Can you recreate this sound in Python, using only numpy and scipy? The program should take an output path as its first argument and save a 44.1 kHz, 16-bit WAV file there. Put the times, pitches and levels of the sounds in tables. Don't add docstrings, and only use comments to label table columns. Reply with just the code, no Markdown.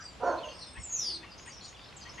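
import sys
import numpy as np
from scipy import signal
from scipy.fft import rfft, irfft, next_fast_len
from scipy.io import wavfile
from scipy.ndimage import map_coordinates

SR = 44100
rng = np.random.default_rng(int(sys.argv[2]) if len(sys.argv) > 2 else 0)


def output_pcm(signal):
    pcm = np.clip(np.atleast_2d(signal).T, -1, 1) * 32767
    wavfile.write(sys.argv[1], SR, np.round(pcm).astype(np.int16))


N = 97020
T = np.arange(N) / SR


# (t/s, f/Hz, level/dB)
LEAD_NOTE = [(.53, 8300, -68), (.6, 8600, -62), (.73, 8520, -58), (.77, 8150, -59.5), (.825, 8100, -62),
             (.83, 7960, -45), (.853, 7250, -45), (.88, 7070, -48), (.918, 6400, -43.5)]
MAIN_VOICE = [(.921, 6530, -38), (.936, 6650, -32.5), (.952, 6660, -35.5), (.968, 6130, -35.5),
              (.984, 5910, -46), (.996, 5890, -33), (1.022, 5350, -37), (1.06, 4760, -38.5),
              (1.08, 4806, -34.5), (1.1, 4490, -39.5), (1.13, 4220, -46.5), (1.15, 4205, -38),
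              (1.168, 4180, -49)]
UPPER_VOICE = [(.925, 7100, -41), (.968, 6750, -47), (.983, 7150, -37), (1.005, 6750, -48),
               (1.04, 5690, -43.5), (1.08, 5280, -43), (1.118, 4840, -37.5), (1.165, 4400, -47.5)]
# (f/Hz, T60/s)
BIRD_DECAY = [(2000, 0.13), (6000, 0.27)]
def whistling_bird():
    song = syrinx(LEAD_NOTE, jitter=0.0078, roughness=0.71, width_hz=260)
    song += syrinx(MAIN_VOICE, jitter=0.011, roughness=0.27, width_hz=910)
    song += syrinx(UPPER_VOICE, jitter=0.0143, roughness=0.76, width_hz=700)
    return outdoors(song, BIRD_DECAY, wet_db=-3, left_db=0.2, likeness=0.69)


def syrinx(rows, jitter, roughness, width_hz):
    hz, gain = contour(rows, edge_s=0.0042)
    tone = np.sqrt(2) * np.sin(phase_of(hz, jitter, rate=1100))
    octave_db = -19 - 28 * np.log2(hz / 4370)
    octave = amp(octave_db) * gliding_noise(2 * hz, width_hz)
    sidebands = roughness * gliding_noise(hz, width_hz)
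    return gain * (tone + sidebands + octave) / np.hypot(1, roughness)


# (t/s, f/Hz, relative level/dB)
WOOF_CONTOUR = [(.198, 224.1, -48.5), (.222, 246.3, -38.5), (.237, 245.7, -27), (.248, 336.5, -31.5),
                (.275, 357.5, -27), (.295, 334.5, -29), (.312, 326.3, -28.5), (.345, 296.6, -37.5),
                (.365, 288, -55)]
# (f/Hz, level/dB)
DOG_FORMANTS = [(150, -24), (340, -2.5), (480, -0.5), (760, 0.5), (850, -1.5), (1030, 3), (1200, -9),
                (1440, -1), (1620, -10.5), (1780, -19), (5000, -61)]
# (f/Hz, T60/s)
WOOF_DECAY = [(330, 0.5), (620, 0.54), (800, 0.41), (1000, 0.58), (1400, 0.38)]
def dog(closed_hz=488, open_hz=601, echo_s=0.145):
    hz, gain = contour(WOOF_CONTOUR, edge_s=0.0044)
    breath = unit(filtered(rng.standard_normal(N), lambda f: amp(along(DOG_FORMANTS, f))))
    throat = voiced(hz, DOG_FORMANTS, jitter=0.017, rate=250) + amp(-1.5) * breath
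    closed, wide = (filtered(throat, lambda f: 1 + amp(8) / (1 + (10 * (f / mouth_hz - 1)) ** 2))
                    for mouth_hz in (closed_hz, open_hz))
    opening = np.interp(T, [0.239, 0.28], [0, 1])
    woof = gain * ((1 - opening) * closed + opening * wide) / 2
    echo = filtered(woof, lambda f: np.exp(-2j * np.pi * f * echo_s) / (1 + ((f - 900) / 330) ** 4))
    return outdoors(woof + amp(-20.5) * echo, WOOF_DECAY, wet_db=-2, left_db=-3, likeness=0.89)


# (t/s, duration/s, first f/Hz, last f/Hz, level/dB)
TWITTER_NOTES = [(0.015, .075, 4935, 4553, -46.5), (0, .16, 7190, 7160, -64), (0.241, .11, 6700, 6060, -61),
                 (.373, 0.02, 3904, 4400, -50.5), (0.431, 0.0265, 3110, 2580, -46),
                 (0.665, .022, 5180, 4940, -46), (0.711, 0.015, 5210, 5110, -55),
                 (1.378, 0.016, 5250, 4820, -48.5), (1.38, .018, 6230, 5880, -53),
                 (1.422, .022, 5070, 5160, -52.5), (1.456, 0.039, 8560, 8260, -56),
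                 (1.469, 0.038, 7220, 6090, -51), (1.632, 0.04, 8800, 8000, -62.5),
                 (1.663, 0.038, 7070, 6180, -55), (1.748, 0.023, 3590, 2730, -50),
                 (2.092, 0.014, 5270, 5010, -47.5)]
def twitters():
    song = sum(chirp(*row) for row in TWITTER_NOTES)
    return outdoors(song, BIRD_DECAY, wet_db=-1.5, left_db=1, likeness=0.83)


def chirp(start, length, first_hz, last_hz, db):
    progress = np.clip((T - start) / length, 0, 1)
    arch = 1 + 0.0195 * np.sin(np.pi * progress)
    hz = (first_hz * (1 - progress) + last_hz * progress) * arch
    envelope = amp(db + 3.5 * wobble(150)) * gate(start, start + length, length / 2)
    return envelope * np.sin(phase_of(hz, jitter=0.0202, rate=1400))


# (t/s, duration/s, first f/Hz, last f/Hz, level/dB)
CHATTER_NOTES = [(0, 0.051, 1513, 1670, -53), (0.038, 0.025, 7580, 8640, -61),
                 (.385, .15, 3400, 2855, -57.5), (0.509, .13, 4880, 5600, -57.5),
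                 (.59, .058, 4955, 3870, -51), (1.005, .12, 3740, 3180, -54.5),
                 (1.303, .045, 5120, 4590, -57.5), (1.519, .075, 5720, 5480, -54.5),
                 (1.61, .055, 4210, 4590, -54), (1.807, 0.092, 3400, 4125, -62),
                 (1.965, 0.0204, 7600, 6310, -53.5), (2.006, 0.039, 5060, 4280, -55)]
def chatter(buzz_db=3):
    notes = np.zeros(N)
    for start, length, first_hz, last_hz, db in CHATTER_NOTES:
        hz = np.interp(T, [start, start + length], [first_hz, last_hz])
        envelope = amp(db + buzz_db * wobble(90)) * gate(start, start + length, 0.0089)
        notes += envelope * gliding_noise(hz, width_hz=810)
    return outdoors(notes, BIRD_DECAY, wet_db=-1, left_db=1.5, likeness=0.63)


# (t/s, duration/s, centre f/Hz, level/dB)
YELP_CALLS = [(0.754, 0.031, 966, -50.5), (1.227, 0.0216, 1020, -51.5), (1.471, 0.018, 972, -50),
              (2.053, 0.0315, 1011, -53), (2.177, 0.023, 1044, -47)]
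# (f/Hz, level/dB)
YELP_FORMANTS = [(950, -9.5), (1400, 7.5), (2000, -2.5), (2700, -4.5), (4200, -32.5), (6000, -46)]
def yelps(rise=0.28):
    calls = np.zeros(N)
    for start, length, hz, db in YELP_CALLS:
        progress = np.clip((T - start) / length, 0, 1)
        pitch = hz * (1 + rise * (progress - 0.5))
        voice = voiced(pitch, YELP_FORMANTS, jitter=0.06, rate=900)
        calls += amp(db) * gate(start, start + length, 0.011) * voice
    return outdoors(calls, BIRD_DECAY, wet_db=1.5, left_db=4.5, likeness=0.93)


def ticks(count=9, start_s=1.397, period_s=0.0661, decay_s=0.0037):
    index, age = np.divmod(T - start_s, period_s)
    strikes = (index >= 0) * (index < count) * np.exp(-age / decay_s)
    return amp(-49.5 + 1.2 * wobble(9.15)) * strikes * band_noise(hz=2590, relative_width=0.3)


def flock(count=36, range_hz=(2210, 6810)):
    notes = np.zeros(N)
    for when, height, fall in rng.uniform(0, 1, (count, 3)):
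        hz = np.interp(height, [0, 1], range_hz)
        notes += chirp(when * N / SR, 0.05, hz * (1 + fall / 10), hz, db=-63)
    return outdoors(notes, BIRD_DECAY, wet_db=5.5, left_db=2, likeness=1)


# (f/Hz, relative level/dB)
AIR_SPECTRUM = [(76, -10.5), (130, -2), (400, -7), (1050, -7), (1710, -12.5), (2820, -12), (5780, -20.5),
                (11400, -36), (13300, -53)]
RUMBLE_SPECTRUM = [(20, -41), (60, 2.5), (130, -8.5), (250, -20.5), (600, -79)]
# (f/Hz, coherence)
AIR_COHERENCE = [(100, 0.52), (300, 0.56), (12000, 0.54)]
def background():
    air = amp(-52.5 + wobble(4.94)) * stereo_noise(AIR_SPECTRUM, AIR_COHERENCE)
    rumble = amp(-58 + wobble(6.7)) * stereo_noise(RUMBLE_SPECTRUM, [(60, 0.86)])
    thud = amp(-40.5) * swell(at_s=0.797, width_s=0.013) * stereo_noise(RUMBLE_SPECTRUM, AIR_COHERENCE)
    hum = amp(-55) * swell(at_s=1.161, width_s=0.066) * band_noise(hz=342, relative_width=0.11)
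    return air + rumble + thud + hum


def outdoors(direct, t60, wet_db, left_db, likeness):
    hz, t, spectra = signal.stft(rng.standard_normal((2, SR)), SR, nperseg=512)
    tail = signal.istft(spectra * amp(-60 * t / along(t60, hz)[:, None]), SR, nperseg=512)[1]
    echo = signal.fftconvolve(direct[None], tail, axes=1)[:, :N]
    echo = unit(correlate_pair(echo, [(1000, likeness)])) * np.sqrt(np.mean(direct ** 2))
    return (direct + amp(wet_db) * echo) * amp(np.array([[0.5], [-0.5]]) * left_db)


def voiced(hz, formants, jitter, rate, count=5):
    phase = phase_of(hz, jitter, rate)
    k = np.arange(1, count + 1)[:, None]
    weights = amp(along(formants, k * hz))
    harmonics = weights * np.sin(k * phase + rng.uniform(0, 2 * np.pi, k.shape))
    return np.sum(harmonics, 0) / np.sqrt(np.sum(weights ** 2, 0) / 2)


def phase_of(hz, jitter, rate):
    return 2 * np.pi * np.cumsum(hz * (1 + jitter * wobble(rate))) / SR


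def gliding_noise(hz, width_hz):
    phase = 2 * np.pi * np.cumsum(hz) / SR
    return unit(wobble(width_hz) * np.sin(phase) + wobble(width_hz) * np.cos(phase))


def band_noise(hz, relative_width):
    return unit(filtered(rng.standard_normal(N), lambda f: 1 / (1 + ((f / hz - 1) / relative_width) ** 4)))


def stereo_noise(spectrum, coherence):
    noise = filtered(rng.standard_normal((2, N)), lambda hz: amp(along(spectrum, hz)))
    return unit(correlate_pair(noise, coherence))


def correlate_pair(two, coherence):
    angle = lambda hz: np.arccos(np.clip(along(coherence, hz), -1, 1)) / 2
    mid, side = filtered(two, lambda hz: np.array([np.cos(angle(hz)), np.sin(angle(hz))]))
    return np.array([mid + side, mid - side])


def contour(rows, edge_s):
    times, hz, db = np.transpose(rows)
    return np.interp(T, times, hz), amp(np.interp(T, times, db)) * gate(times[0], times[-1], edge_s)


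def gate(start, end, edge_s):
    return np.sin(np.pi / 2 * np.clip(np.minimum(T - start, end - T) / edge_s + 0.5, 0, 1)) ** 2


def swell(at_s, width_s):
    return np.exp(-0.5 * ((T - at_s) / width_s) ** 2)


def wobble(rate):
    return map_coordinates(rng.standard_normal(N // 4), [T * rate], mode="wrap")


def filtered(x, response):
    size = next_fast_len(N + SR // 2)
    return irfft(rfft(x, size) * response(np.fft.rfftfreq(size, 1 / SR)), size)[..., :N]


def along(points, hz):
    freqs, values = np.transpose(points)
    return np.interp(np.log(hz + 1), np.log(freqs + 1), values)


def amp(db):
    return 10 ** (np.asarray(db) / 20)


def unit(x):
    return x / np.sqrt(np.mean(x ** 2) + 1e-20)


def scene():
    return whistling_bird() + dog() + twitters() + chatter() + flock() + yelps() + ticks() + background()


def record(dry):
    return filtered(dry, lambda hz: hz < 13440)


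dry = scene()
out = record(dry)
output_pcm(out)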